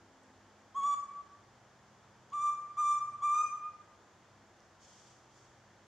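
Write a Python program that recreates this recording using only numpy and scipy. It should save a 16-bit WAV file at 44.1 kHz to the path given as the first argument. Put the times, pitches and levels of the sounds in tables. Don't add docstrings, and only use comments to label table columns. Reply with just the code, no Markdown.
import sys
import numpy as np
from scipy import signal
from scipy.fft import rfft, irfft
from scipy.io import wavfile
from scipy.ndimage import uniform_filter1d, map_coordinates

SR = 44100
rng = np.random.default_rng(int(sys.argv[2]) if len(sys.argv) > 2 else 0)


def wav_record(signal):
    frames = np.transpose(np.atleast_2d(signal))
    bounded = np.clip(frames, -1, 1)
    quanta = np.round(bounded * 32767).astype(np.int16)
    wavfile.write(sys.argv[1], SR, quanta)


N = 258852
TIME = np.arange(N) / SR


# (f/Hz, gain/dB)
THROAT_FORMANTS = [(3000, 7), (3350, 5.5), (3600, -8), (4600, -18), (5600, -12.5), (6050, 3), (6500, 7.5),
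                   (6950, 3), (7800, -9), (8300, -5.5), (9050, -20), (9600, -14.5), (10400, -36.5),
                   (11000, -29), (12200, -43.5), (15000, -45.5)]
# (f/Hz, relative level/dB)
RASP_COLOUR = [(300, -8), (800, -2.5), (1300, 3.5), (2300, -9.5), (3100, -1), (4100, -18), (5500, -22),
               (7400, -5), (9500, -17), (11000, -24.5), (15000, -34)]
# (t/s, length/s, base f/Hz, scoop/Hz, base level/dB, press after/s, press time/s, press rise/Hz,
#  press swell/dB, closing bend/Hz, octave/dB, edge/dB, rasp/dB)
COO_CUES = [(0.744, 0.196, 1129, 107.6, -38.5, 0.097, 0.03, 101.8, 2, 22, -36, -26.5, -35),
            (2.317, 0.1777, 1178, 128, -40.5, 0.089, 0.04, 86.04, 5.5, -2.5, -26, -25, -41.5),
            (2.768, 0.1553, 1213, 79.3, -32.0, 0.101, 0.03, 44.5, 4.5, -2, -22, -22, -38),
            (3.214, 0.2, 1163, 103.6, -36, 0.12, 0.096, 185.2, 0, 7.5, -19.5, -23.5, -38.5)]

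def coo(cue, tone_trim_db=4.5, octave_trim_db=-3, edge_trim_db=-2, jitter=0.0028):
    start, length, base_hz, scoop_hz, base_db, press_at, press_s, rise_hz, swell_db = cue[:9]
    bend_hz, octave_db, edge_db, rasp_db = cue[9:]
    attack_s, release_s, catch_db, catch_s = 0.0037, 0.013, 9.5, 0.012
    overshoot_s, settle_s, sag_hz_per_s, bend_s = 0.043, 0.023, 509, 0.018
    follow_db_per_hz, press_octave_db, press_edge_db = 0.1035, 6, 4
    live = (TIME > start) & (TIME < start + length + release_s)
    age = TIME[live] - start
    gate = np.clip(age / attack_s, 0, 1) * np.clip((length - age) / release_s + 1, 0, 1)
    press = (1 + np.tanh((age - press_at) / press_s)) / 2
    scoop = scoop_hz * np.exp(-age / settle_s) * np.cos(np.pi * age / overshoot_s)
    bend = bend_hz * np.exp(np.minimum(age - length, 0) / bend_s)
    hz = base_hz - scoop + rise_hz * press - sag_hz_per_s * age + bend
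    level_db = base_db + follow_db_per_hz * (hz - base_hz) + swell_db * press
    level_db -= catch_db * np.exp(-age / catch_s)
    level_db += 0.66 * drift(50)[live]
    octave_db += octave_trim_db + press_octave_db * press + 2.5 * drift(50)[live]
    phase = 2 * np.pi * np.cumsum(hz * (1 + jitter * drift(350)[live])) / SR
    tone = from_db(tone_trim_db) * np.sin(phase) + from_db(octave_db) * np.sin(2 * phase)
    overtones = sum(from_db(at_hz(THROAT_FORMANTS, k * hz)) * np.sin(k * phase) for k in range(3, 13))
    edge_db += edge_trim_db + press_edge_db * press + drift(250)[live]
    voice = np.sqrt(2) * (tone + from_db(edge_db) * overtones)
    breath = from_db(rasp_db + 6.5 * drift(110)) * coloured(rng.standard_normal(N), RASP_COLOUR)
    rasp = breath[live] * (1 + np.cos(phase))
    out = np.zeros(N)
    out[live] = gate * from_db(level_db) * (voice + rasp)
    return out


# (f/Hz, T60/s)
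REVERB_DECAY = [(300, 0.65), (1200, 0.98), (2400, 0.74), (3600, 0.49), (7000, 0.67), (14000, 0.13)]
# (f/Hz, level/dB)
REVERB_RETURN = [(300, -10), (1200, -8), (2400, 0.5), (3600, -7.5), (7000, 0.5), (14000, -15)]

def room_reverb(x, predelay_s=0.0066, build_s=0.018):
    t = TIME[:SR + SR // 2]
    spectrum = rfft(stereo_noise(spread=1.4)[:, :len(t)])
    freqs = np.fft.rfftfreq(len(t), 1 / SR)
    onset = np.clip((t - predelay_s) / build_s, 0, 1)
    crossovers_hz = np.geomspace(200, 16000, 11)
    tail = 0
    for low, high in zip(crossovers_hz, crossovers_hz[1:]):
        hz = np.sqrt(low * high)
        decay = onset * from_db(-60 * t / at_hz(REVERB_DECAY, hz))
        band = irfft(spectrum * ((freqs >= low) & (freqs < high)), len(t))
        tail += band * decay / np.linalg.norm(decay) * from_db(at_hz(REVERB_RETURN, hz))
    return signal.fftconvolve(x[None], tail, axes=1)[:, :N]


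def late_echo(x, delay_s=0.27, echo_db=-17, lowpass_hz=2500):
    delayed = np.interp(TIME - delay_s, TIME, x, left=0)
    return from_db(echo_db) * signal.sosfilt(signal.butter(2, lowpass_hz, fs=SR, output="sos"), delayed)


# (t/s, peak level/dB, f/Hz, bandwidth/Hz)
CLICK_CUES = [(0.2347, -64, 7740, 1500), (2.3018, -59, 6720, 1280), (2.333, -49.5, 2970, 2000),
              (4.604, -54, 5200, 2500)]

def clicks(decay_s=0.0012):
    out = np.zeros(N)
    t = TIME[:SR // 20]
    for start, peak_db, hz, width_hz in CLICK_CUES:
        crack = rng.standard_normal(len(t)) * np.exp(-t / decay_s)
        b, a = signal.iirpeak(hz, hz / width_hz, fs=SR)
        tick = signal.lfilter(b, a, signal.lfilter(b, a, crack))
        out[int(start * SR):][:len(tick)] += from_db(peak_db) * tick / np.abs(tick).max()
    return out


# (f/Hz, relative level/dB)
BRUSH_COLOUR = [(1500, -11), (2700, -9.5), (3300, -2.5), (3900, -11), (4600, -4), (6500, 1.5), (7400, -4),
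                (8500, -13.5), (10500, -24.5), (15000, -43)]
# (t/s, length/s, level before the sag/dB, attack/s)
BRUSH_CUES = [(4.791, 0.31, -63, 0.046), (5.283, 0.14, -68, 0.11)]

def rustle(sag_db_per_s=9.5, release_s=0.13, grain_db=1.0):
    strokes = 0
    for start, length, level_db, attack_s in BRUSH_CUES:
        sag_db = sag_db_per_s * np.maximum(TIME - start, 0)
        strokes += from_db(level_db - sag_db) * envelope(start, length, attack_s, release_s)
    return strokes * from_db(grain_db * drift(130)) * coloured(stereo_noise(), BRUSH_COLOUR)


def hum(hz, level_db, waver_db=2.5, wander_s=0.00047):
    phase = 2 * np.pi * hz * (TIME + wander_s * drift(9.8))
    return np.sqrt(2) * from_db(level_db + waver_db * drift(4.2)) * np.sin(phase)


# (f/Hz, level/dB)
DRONE_PARTIALS = [(100, -78), (168, -82.5), (210, -79), (338, -82)]
# (t/s, length/s, f/Hz, level/dB)
SWELL_CUES = [(-0.1, 0.69, 259.5, -75), (0.73, 0.26, 206.4, -72), (1.2, 1.9, 127.1, -72),
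              (4.9, 1.0, 126.5, -73)]

def hum_bed(attack_share=0.2, release_share=0.46):
    drone = sum(hum(hz, db) for hz, db in DRONE_PARTIALS)
    swells = sum(hum(hz, db) * envelope(start, length, attack_share * length, release_share * length)
                 for start, length, hz, db in SWELL_CUES)
    return drone + swells


# (f/Hz, relative level/dB)
AIR_COLOUR = [(26, -49.5), (42, -13), (70, -9), (100, -4.5), (145, -10.5), (200, -8.5), (420, -9),
              (900, -7), (1770, -13), (2600, -21.5), (3400, -20), (3950, -25), (4700, -23), (6900, -21.5),
              (8500, -34.5), (11000, -42), (15400, -48.5)]

def room_tone(level_db=-63):
    return from_db(level_db) * coloured(stereo_noise(), AIR_COLOUR)


# (f/Hz, left-right correlation)
STEREO_IMAGE = [(30, .7), (80, 0.9), (1000, 0.94), (2200, 0.72), (4000, 0.7), (7000, 0.1), (14000, 0.13)]

def stereo_noise(spread=1):
    alike = np.clip(at_hz(STEREO_IMAGE, np.fft.rfftfreq(N, 1 / SR)), 0, 1) ** spread
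    mid, side = rfft(rng.standard_normal((2, N)))
    return irfft(np.sqrt((1 + alike) / 2) * mid + np.sqrt((1 - alike) / 2) * side * [[1], [-1]], N)


def coloured(noise, colour):
    gain = from_db(at_hz(colour, np.fft.rfftfreq(N, 1 / SR)))
    return rms_one(irfft(rfft(noise) * gain, N))


def drift(rate):
    knots = rng.standard_normal(N // 16)
    return rms_one(map_coordinates(knots, [TIME * rate], order=3, mode="mirror"))


def envelope(start, length, attack_s, release_s):
    age = TIME - start
    return np.clip(age / attack_s, 0, 1) * np.exp(-np.maximum(age - length, 0) / release_s)


def at_hz(curve, hz):
    freqs, values = np.transpose(curve)
    return np.interp(np.log(hz + 1e-9), np.log(freqs), values)


def from_db(db):
    return 10 ** (np.asarray(db) / 20)


def rms_one(x):
    return x / np.sqrt(np.mean(x ** 2) + 1e-20)


def limiter(x, threshold_db=-30.0, window_s=0.01, squeeze=0.65):
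    power = uniform_filter1d(np.mean(x ** 2, axis=0), int(window_s * SR))
    over_db = np.maximum(10 * np.log10(np.abs(power) + 1e-12) - threshold_db, 0)
    return x * from_db(-squeeze * over_db)


def scene():
    near = sum(coo(cue) for cue in COO_CUES) + clicks()
    return near + room_reverb(near) + late_echo(near) + rustle() + hum_bed() + room_tone()


def record(dry):
    cutoff_hz = 15600
    high_cut = signal.ellip(10, .1, 80, cutoff_hz, fs=SR, output="sos")
    return signal.sosfilt(high_cut, limiter(dry))


dry = scene()
out = record(dry)
wav_record(out)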